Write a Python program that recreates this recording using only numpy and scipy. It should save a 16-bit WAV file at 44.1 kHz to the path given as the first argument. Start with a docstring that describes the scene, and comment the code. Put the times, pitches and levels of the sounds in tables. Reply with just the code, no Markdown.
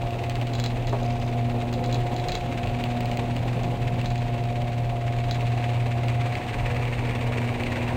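"""A motor moves a shed roof

A geared mains motor drags a wooden shed roof along a steel rail, heard from just under the eaves.
The frame carries the motor's hum and gear whine. The drive chain rattles link by link, and the
wheels grind and groan. Steel fittings creak and squeal under the load, and the timber knocks once.
Wind or handling on the microphone adds a low rumble, with one gust."""
import sys
import numpy as np
from scipy import signal
from scipy.fft import rfft, irfft
from scipy.io import wavfile
from scipy.ndimage import uniform_filter1d

SR = 44100
rng = np.random.default_rng(int(sys.argv[2]) if len(sys.argv) > 2 else 0)


def generate_wav(signal):
    """Clip the signal to [-1, 1] and save it as 16-bit WAV at the path in sys.argv[1]."""
    frames = np.transpose(np.atleast_2d(signal))
    scaled = np.clip(frames, -1, 1) * 32767
    pcm = np.round(scaled).astype(np.int16)
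    wavfile.write(sys.argv[1], SR, pcm)


N = 351036
T = np.arange(N) / SR

HUM_HZ = 120  # twice the mains frequency
# motor hum, swelling and dipping as the listener moves about the shed: time_s, level_db
HUM_LEVEL = [(0.04, -30), (0.88, -26), (1.22, -29), (1.46, -25), (1.64, -30), (2.02, -26), (2.4, -37),
             (2.5, -29.5), (6.24, -24), (6.5, -39.5), (6.6, -28.5), (7.48, -26), (7.6, -34), (7.94, -29.3)]
# the hum's overtone at twice its pitch: time_s, level_db
HUM_OCTAVE_LEVEL = [(0, -45), (.74, -38.5), (.86, -54), (.95, -35.5), (1.85, -33), (2.1, -43), (2.34, -62),
                    (2.48, -36.5), (3.05, -32), (3.62, -38.5), (4.4, -38.5), (5.08, -44), (5.32, -41),
                    (6.75, -41.5), (7.45, -34), (7.96, -35)]
# the hum's overtone at three times its pitch: time_s, level_db
HUM_THIRD_LEVEL = [(0, -42.5), (.9, -47), (1.9, -40), (3, -45), (5.5, -46.5), (6.2, -49), (7.2, -59),
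                   (7.6, -43)]

GEAR_TEETH, TEETH_PER_LINK = 24, 40  # teeth that meet per shaft turn, and per chain link
USUAL_TOOTH_HZ, WHINE_DB_PER_HZ = 705, 0.19
# motor speed as gear teeth meeting per second, sagging under load: time_s, tooth_hz
MOTOR_SPEED = [(0, 699), (.9, 697), (1.08, 707), (1.5, 704), (2.3, 716), (2.56, 698), (2.9, 717),
               (3.3, 700), (4.22, 710), (4.34, 699), (4.62, 711), (4.94, 700), (5.7, 709), (6.08, 701),
               (6.34, 715), (6.65, 710), (7.2, 717), (7.96, 713)]
# gear whine at the usual speed, fading as the roof comes overhead: time_s, level_db
WHINE_LEVEL = [(0, -36), (.7, -39), (1.15, -39), (1.65, -37.5), (2.85, -36.5), (3.6, -40), (4.9, -34.5),
               (5.7, -39.5), (6.4, -38), (7.2, -47), (7.96, -49)]
# weaker gear tones beside the whine: cycles_per_turn, relative_db
GEAR_TONES = [(20, -12), (25, -13.5), (28, -19.5)]

# how far the roof has come overhead: time_s, share_0_to_1
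ROOF_OVERHEAD = [(0, 0.24), (5.4, 0.37), (6.7, 0.6), (7.96, 0.62)]
# rise and fall of the chain's rattle: time_s, relative_db
RATTLE_LEVEL = [(0.04, -41.5), (0.28, -40.5), (1.78, -41.5), (2.32, -38.5), (5.0, -41), (5.64, -36.5),
                (5.88, -38.5), (6.4, -35), (7.94, -34)]
# tone colour of the chain as heard through the microphone, which shapes the highest treble,
# with the roof far away: frequency_hz, gain_db
CHAIN_HEARD_FAR = [(600, -8.5), (1100, 0.5), (1400, -5.5), (2000, -1.5), (2600, 3), (3200, -2.5),
                   (3950, -4.5), (5300, -17), (7000, -16.5), (7700, -18.5), (8600, -21), (9800, -34),
                   (12500, -47), (13700, -25), (15500, -32)]
# the same with the roof overhead: frequency_hz, gain_db
CHAIN_HEARD_NEAR = [(600, -1), (1400, -5), (1900, 1), (2350, 5), (2750, 1.5), (3200, -9.5), (4000, -19.5),
                    (5300, -29.5), (7600, -31), (8700, -18.5), (9800, -46), (12400, -45), (13400, -21),
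                    (15500, -50)]
# links that snap hard onto the sprocket, the chain's toothed wheel: time_s, relative_db
LINK_CLACKS = [(0.1067, -25.5), (0.2394, -24.5), (0.2972, -19.5), (0.3556, -20), (0.414, -25), (0.471, -25),
               (2.6728, -23), (2.8394, -18), (3.0066, -21.5), (3.057, -21), (3.1148, -22.5),
               (3.1722, -21.5), (3.3657, -21.5), (4.0143, -23.5), (4.1574, -23.5), (4.4398, -28.5),
               (4.6199, -26), (4.899, -28), (5.4086, -25.5), (6.0841, -20.5), (6.354, -21.5), (6.7466, -27),
               (6.8538, -25), (7.636, -22.5)]
# tone colour of one clack as it is heard: frequency_hz, gain_db
CLACK_COLOUR = [(700, -22), (1500, -16), (2100, -2), (2700, 2), (3150, -1.5), (3600, -11.5), (4500, -5.5),
                (5500, -17), (7300, -14), (8300, -13), (9600, -39), (12500, -34), (13700, -30),
                (15500, -14)]

# rise and fall of the wheels' noise on the rail: time_s, relative_db
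ROLL_LEVEL = [(0.04, -35.8), (1.4, -36.5), (1.78, -34.5), (3.04, -36.5), (3.6, -34), (4.14, -38),
              (6.48, -36.5), (6.74, -35.5), (7.94, -34.0)]
# tone colour of the wheels with the roof far away: frequency_hz, gain_db
WHEELS_FAR_COLOUR = [(130, -7), (200, -0.5), (275, 6), (315, -3.5), (410, -2), (500, 4.5), (590, -2.5),
                     (660, 0.5), (810, 1), (900, -8.5), (1100, -12), (1400, -15), (2500, -41)]
# the same with the roof overhead: frequency_hz, gain_db
WHEELS_NEAR_COLOUR = [(130, -2.5), (200, -10), (280, -0.5), (410, 0.5), (470, -5), (530, 1), (590, 2.5),
                      (830, -4), (890, -8), (950, 3.5), (1010, -12), (1090, -2.5), (1400, -38.5),
                      (2500, -46)]
# the higher of the roof beams' two booming notes: time_s, relative_db
HIGH_BEAM_LEVEL = [(0.04, -36), (0.38, -40.5), (3.06, -34.5), (3.62, -30), (4.2, -32.5), (4.82, -40.5),
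                   (6.62, -37.5), (7.94, -40)]
# groans of a loaded wheel: start_s, length_s, start_pitch_hz, level_db
WHEEL_GROANS = [(1.7, 0.22, 512, -34.5), (6.637, 1.0, 488.7, -42)]

# slips of the creaking steel fittings: time_s, relative_db
FITTING_SLIPS = [(0.5357, -28), (0.5522, -24.5), (0.5997, -20.5), (0.64, -20), (0.6612, -24.5),
                 (0.871, -27), (0.8947, -30), (0.9288, -36), (1.031, -32), (1.7287, -29.5), (1.7388, -28),
                 (1.8412, -27.5), (1.861, -30), (1.9136, -34), (1.927, -24.5), (1.9447, -23.5),
                 (2.142, -32), (2.1643, -26.5), (2.1984, -28), (2.2852, -24), (2.3199, -21.5),
                 (2.3525, -20.5), (3.6339, -29), (4.0585, -26.5), (4.1042, -28), (4.1796, -30),
                 (5.311, -20.5), (5.3462, -30)]
# tone colour of one slip as it is heard: frequency_hz, gain_db
SLIP_COLOUR = [(1500, -9), (2600, -6), (3300, -12.5), (4000, 5), (4500, -6), (5000, -6), (5500, -15.5),
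               (6300, -9.5), (7050, -7), (8000, -18.5), (9500, -48), (13000, -32), (15000, -20),
               (16000, -19)]
# notes a fitting rings with: pitch_hz, relative_db, ring_time_s
STEEL_NOTES = [(3380, 14, 0.081), (3915, -6, 0.012), (4570, -22, 0.01), (7380, -21.5, 0.051)]
# when a fitting squeals: start_s, length_s, relative_db
FITTING_SQUEALS = [(0.947, 0.39, -60)]
# tones of the squeal: pitch_hz, relative_db
SQUEAL_TONES = [(4910, 0), (6150, -3)]
# when the timber knocks: time_s, relative_db
TIMBER_KNOCKS = [(0.928, -19.5)]
# notes the timber rings with: pitch_hz, relative_db, ring_time_s
TIMBER_NOTES = [(260, -8, 0.12), (330, 5, 0.091), (414, 2, 0.41), (590, -18, 0.12), (600, 7, 0.045),
                (716, 10, 0.057), (934, 3.5, 0.15), (944, -15, 0.12), (1100, 2, 0.16), (1520, -7, 0.12),
                (1610, -14, 0.079)]
# tone colour of the timber's dull thud: frequency_hz, gain_db
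THUD_COLOUR = [(150, -25), (400, 3), (650, 9), (1100, -9), (1650, -13.5), (2500, -31), (5000, -43)]

# low rumble of wind or handling on the microphone, with one gust: time_s, relative_db
LOW_RUMBLE_LEVEL = [(0.04, -33), (1.08, -33.5), (1.92, -35), (2.5, -34), (3.54, -37), (3.8, -32),
                    (6.4, -39.5), (6.66, -28.5), (7.42, -41), (7.94, -34)]
# tone colour of that rumble: frequency_hz, gain_db
RUMBLE_COLOUR = [(12, -20), (24, 9), (36, 17), (48, 7.5), (62, 5.5), (110, -12), (135, 6.5), (190, -12),
                 (300, -51)]


def motor_hum(flutter_db=1.01, flutter_rad=0.49):
    """The motor's magnets pull twice per mains cycle; the shaking frame makes the hum flutter."""
    out = 0
    for multiple, levels in enumerate([HUM_LEVEL, HUM_OCTAVE_LEVEL, HUM_THIRD_LEVEL], 1):
        phase = 2 * np.pi * HUM_HZ * multiple * T + flutter_rad * drift(4.5)
        level_db = curve(levels) + flutter_db * drift(25)
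        out = out + undb(level_db) * np.sqrt(2) * np.sin(phase)
    return out


def gear_whine(tooth_hz):
    """Gear teeth whine as they meet, louder at speed; play between them blurs the weaker tones."""
    level_db = curve(WHINE_LEVEL) + WHINE_DB_PER_HZ * (tooth_hz - USUAL_TOOTH_HZ)
    unsteady_hz = tooth_hz * (1 + 0.002476 * drift(22))
    shaft_angle = 2 * np.pi * np.cumsum(unsteady_hz) / SR / GEAR_TEETH
    tones = undb(1.6 * drift(16)) * np.sin(GEAR_TEETH * shaft_angle)
    for cycles, tone_db in GEAR_TONES:
        play = 1.5 * drift(12)
        tones += undb(tone_db + 2 * drift(10)) * np.sin(cycles * shaft_angle + play)
    return undb(level_db) * np.sqrt(2) * tones


def link_landings(tooth_hz, jitter_s=0.003, force_spread_db=2.5, bounces=6):
    """Strength of the chain's hits over time: each link lands in its own way and bounces."""
    links_passed = np.cumsum(tooth_hz) / SR / TEETH_PER_LINK
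    landings_s = np.interp(0.33 + np.arange(int(links_passed[-1])), links_passed, T)
    shape = (len(landings_s), bounces)
    lateness, hardness = rng.uniform(-1, 1, (len(landings_s), 2)).T[:, :, None]
    bounce_s = landings_s[:, None] + jitter_s * lateness + 0.006 * rng.standard_normal(shape)
    bounce_db = force_spread_db * hardness + 4.5 * rng.uniform(-1, 1, shape)
    return unit(bursts(bounce_s.ravel(), undb(bounce_db).ravel(), decay_s=0.008))


def chain_rattle(tooth_hz, overhead):
    """Links clatter onto the sprocket, slack chain jostles and slides, loose metal buzzes with the hum."""
    landings = link_landings(tooth_hz)
    jostle = uneven_bursts(rng.uniform(0, N / SR, 1200), spread_db=2.6, decay_s=0.005)
    buzz = uneven_bursts(np.arange(0, N / SR, 1 / HUM_HZ), spread_db=2, decay_s=0.005)
    buzz = unit(buzz * (1 + 0.3 * landings))  # swells with each link
    sliding = undb(0.5)
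    power = (1.3 * landings) ** 2 + (undb(-3) * jostle) ** 2 + sliding ** 2
    power += overhead * (undb(1.5) * buzz) ** 2  # the buzz is only heard close by
    average_power = uniform_filter1d(power, SR // 2)
    force = np.sqrt(power / average_power) * rng.standard_normal(N)
    rattle = far_to_near(force, CHAIN_HEARD_FAR, CHAIN_HEARD_NEAR, overhead)
    return undb(curve(RATTLE_LEVEL) - 1.72) * rattle


def chain_clacks(overhead, overhead_treble_db=-15):
    """Tight links snap onto the sprocket, duller as the roof comes overhead."""
    out = np.zeros(N)
    hz, gain_db = np.transpose(CLACK_COLOUR)
    treble_share = np.clip(np.log2(hz / 2800), 0, 1)
    for time_s, db in LINK_CLACKS:
        treble_db = overhead_treble_db * np.interp(time_s, T, overhead)
        dulled = np.column_stack([hz, gain_db + treble_db * treble_share])
        add(out, time_s, strike(dulled, db + 2, decay_s=0.0011, tail_db=-8, tail_decay_s=0.008))
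    return out


def rolling_wheels(overhead):
    """Wheels grind over the rough rail."""
    grit = uneven_bursts(rng.uniform(0, N / SR, 4000), spread_db=0.28, decay_s=0.0051)
    force = grit * rng.standard_normal(N)
    roll = far_to_near(force, WHEELS_FAR_COLOUR, WHEELS_NEAR_COLOUR, overhead)
    return undb(curve(ROLL_LEVEL) + 0.83) * roll


def beam_boom(overhead):
    """The shaken roof beams boom on two low notes."""
    low = undb(-42 + 12 * overhead) * noisy_note(hz=96, width_hz=35)
    high = undb(curve(HIGH_BEAM_LEVEL) - 4.1) * noisy_note(hz=141.4, width_hz=60)
    return low + high


def wheel_groans(fall_hz_per_s=45, roughness=0.62):
    """A loaded wheel sings a rough note that sinks steadily in pitch."""
    out = 0
    for start_s, length_s, start_hz, db in WHEEL_GROANS:
        pitch_hz = start_hz - fall_hz_per_s * (T - start_s)
        phase = 2 * np.pi * np.cumsum(pitch_hz) / SR
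        rough = drift(70) * np.sin(phase) + drift(70) * np.cos(phase)
        out = out + undb(db) * swell(start_s, length_s) * unit(np.sin(phase) + roughness * rough)
    return out


def fitting_creaks():
    """Steel fittings slip under the load in small jerks; each jerk ticks and sets the steel ringing."""
    out = np.zeros(N)
    steel = ring(STEEL_NOTES)
    for time_s, db in FITTING_SLIPS:
        add(out, time_s, strike(SLIP_COLOUR, db + 4, decay_s=0.0018, tail_db=-6.5, tail_decay_s=0.022))
        add(out, time_s, undb(db - 14.5) * steel)
    return out


def timber_knock():
    """The timber gives with a dull thud and a short wooden ring."""
    out = np.zeros(N)
    for time_s, db in TIMBER_KNOCKS:
        add(out, time_s, undb(db - 0.5) * ring(TIMBER_NOTES))
        add(out, time_s, strike(THUD_COLOUR, db - 1, decay_s=0.0047, tail_db=2, tail_decay_s=0.025))
    return out


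def fitting_squeal():
    """One fitting squeals faintly in a quick run of tiny slips."""
    slips_s = np.cumsum(rng.uniform(0.008, 0.024, 400))
    slips = uneven_bursts(slips_s, spread_db=3, decay_s=0.004)
    tones = sum(undb(db) * noisy_note(hz, width_hz=540) for hz, db in SQUEAL_TONES)
    loudness = sum(undb(db) * swell(start_s, length_s) for start_s, length_s, db in FITTING_SQUEALS)
    return slips * tones * loudness


def low_rumble():
    """Wind or handling on the microphone rumbles, with one gust."""
    return undb(curve(LOW_RUMBLE_LEVEL) - 2.7) * unit(colour(rng.standard_normal(N), RUMBLE_COLOUR))


def strike(tone_colour, peak_db, decay_s, tail_db, tail_decay_s):
    """One hit: a dry snap and a short crackle, then a duller shimmer."""
    t = T[:SR // 8]
    snap = undb(16.5) * (t == 0)
    crackle = np.exp(-t / decay_s) * rng.standard_normal(len(t))
    tail = np.exp(-t / tail_decay_s) * rng.standard_normal(len(t))
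    shimmer = signal.lfilter(*signal.butter(1, 5000, fs=SR), tail)
    hit = colour(snap + crackle + undb(tail_db) * shimmer, tone_colour, size=1024)
    return undb(peak_db) * hit / np.abs(hit).max()


def ring(notes):
    """One second of a struck object's notes, each fading by 60 dB over its ring time."""
    t = T[:SR]
    out = sum((-1) ** k * undb(db - 60 * t / ring_time_s) * np.sin(2 * np.pi * hz * t)
              for k, (hz, db, ring_time_s) in enumerate(notes))
    return out / np.abs(out).max()


def noisy_note(hz, width_hz):
    """A note kept ringing by random shaking."""
    band = signal.butter(2, [hz - width_hz / 2, hz + width_hz / 2], "band", fs=SR, output="sos")
    return unit(signal.sosfilt(band, rng.standard_normal(N)))


def bursts(times_s, sizes, decay_s):
    """Loudness over time of many small hits, each dying away."""
    samples = np.clip(times_s * SR, 0, N).astype(int)
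    energy = np.bincount(samples, sizes ** 2, N + 1)[:N]
    return np.sqrt(signal.lfilter([1], [1, -np.exp(-2 / (decay_s * SR))], energy + 1e-18))


def uneven_bursts(times_s, spread_db, decay_s):
    """Bursts of random strength at the given times."""
    sizes = undb(spread_db * rng.standard_normal(len(times_s)))
    return unit(bursts(times_s, sizes, decay_s))


def far_to_near(force, far_colour, near_colour, overhead):
    """Blend from the far tone colour to the near one as the roof comes overhead."""
    far, near = unit(colour(force, far_colour)), unit(colour(force, near_colour))
    return unit((1 - overhead) * far + overhead * near)


def colour(sound, tone_colour, size=16384):
    """Make some frequencies louder and others softer."""
    hz, db = np.transpose(tone_colour)
    grid_hz = np.maximum(np.arange(size // 2 + 1) * SR / size, 1)
    gains = undb(np.interp(np.log(grid_hz), np.log(hz), db))
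    # fold the filter so that it rings only after a hit, never before
    folded = irfft(np.log(gains))
    folded[1:size // 2] *= 2
    folded[size // 2 + 1:] = 0
    response = irfft(np.exp(rfft(folded)))
    return signal.fftconvolve(sound, response)[:len(sound)]


def drift(rate_hz):
    """A smooth random wobble with a size near one."""
    wobble = np.interp(T * rate_hz, np.arange(2000), rng.standard_normal(2000))
    return unit(uniform_filter1d(wobble, int(SR / rate_hz)))


def swell(start_s, length_s, fade_s=0.057):
    """Fade in, hold, fade out."""
    return np.clip(np.minimum(T - start_s, start_s + length_s - T) / fade_s, 0, 1)


def curve(table):
    """Join a table's points in time with straight lines."""
    return np.interp(T, *np.transpose(table))


def add(out, time_s, sound):
    """Mix a sound into out at the given time."""
    start = max(int(time_s * SR), 0)
    out[start:start + len(sound)] += sound[:N - start]


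def undb(db):
    """Turn decibels into a number to multiply by."""
    return 10 ** (np.asarray(db) / 20)


def unit(sound):
    """Scale to an average power of one."""
    return sound / np.sqrt(np.mean(sound ** 2))


def scene():
    """One motor speed drives gears and chain; the moving roof colours the sound; a faint hiss is below."""
    tooth_hz = curve(MOTOR_SPEED)
    overhead = curve(ROOF_OVERHEAD)
    drive = motor_hum() + gear_whine(tooth_hz) + chain_rattle(tooth_hz, overhead) + chain_clacks(overhead)
    low_sounds = rolling_wheels(overhead) + low_rumble() + beam_boom(overhead) + wheel_groans()
    strain = fitting_squeal() + fitting_creaks() + timber_knock()
    hiss = undb(-70) * rng.standard_normal(N)
    return (drive + low_sounds + strain + hiss)[None]


def record(dry):
    """Cut away the very highest treble, above 15850 Hz."""
    return signal.sosfilt(signal.ellip(10, 0.2, 80, 15850, fs=SR, output="sos"), dry)


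dry = scene()
out = record(dry)
generate_wav(out)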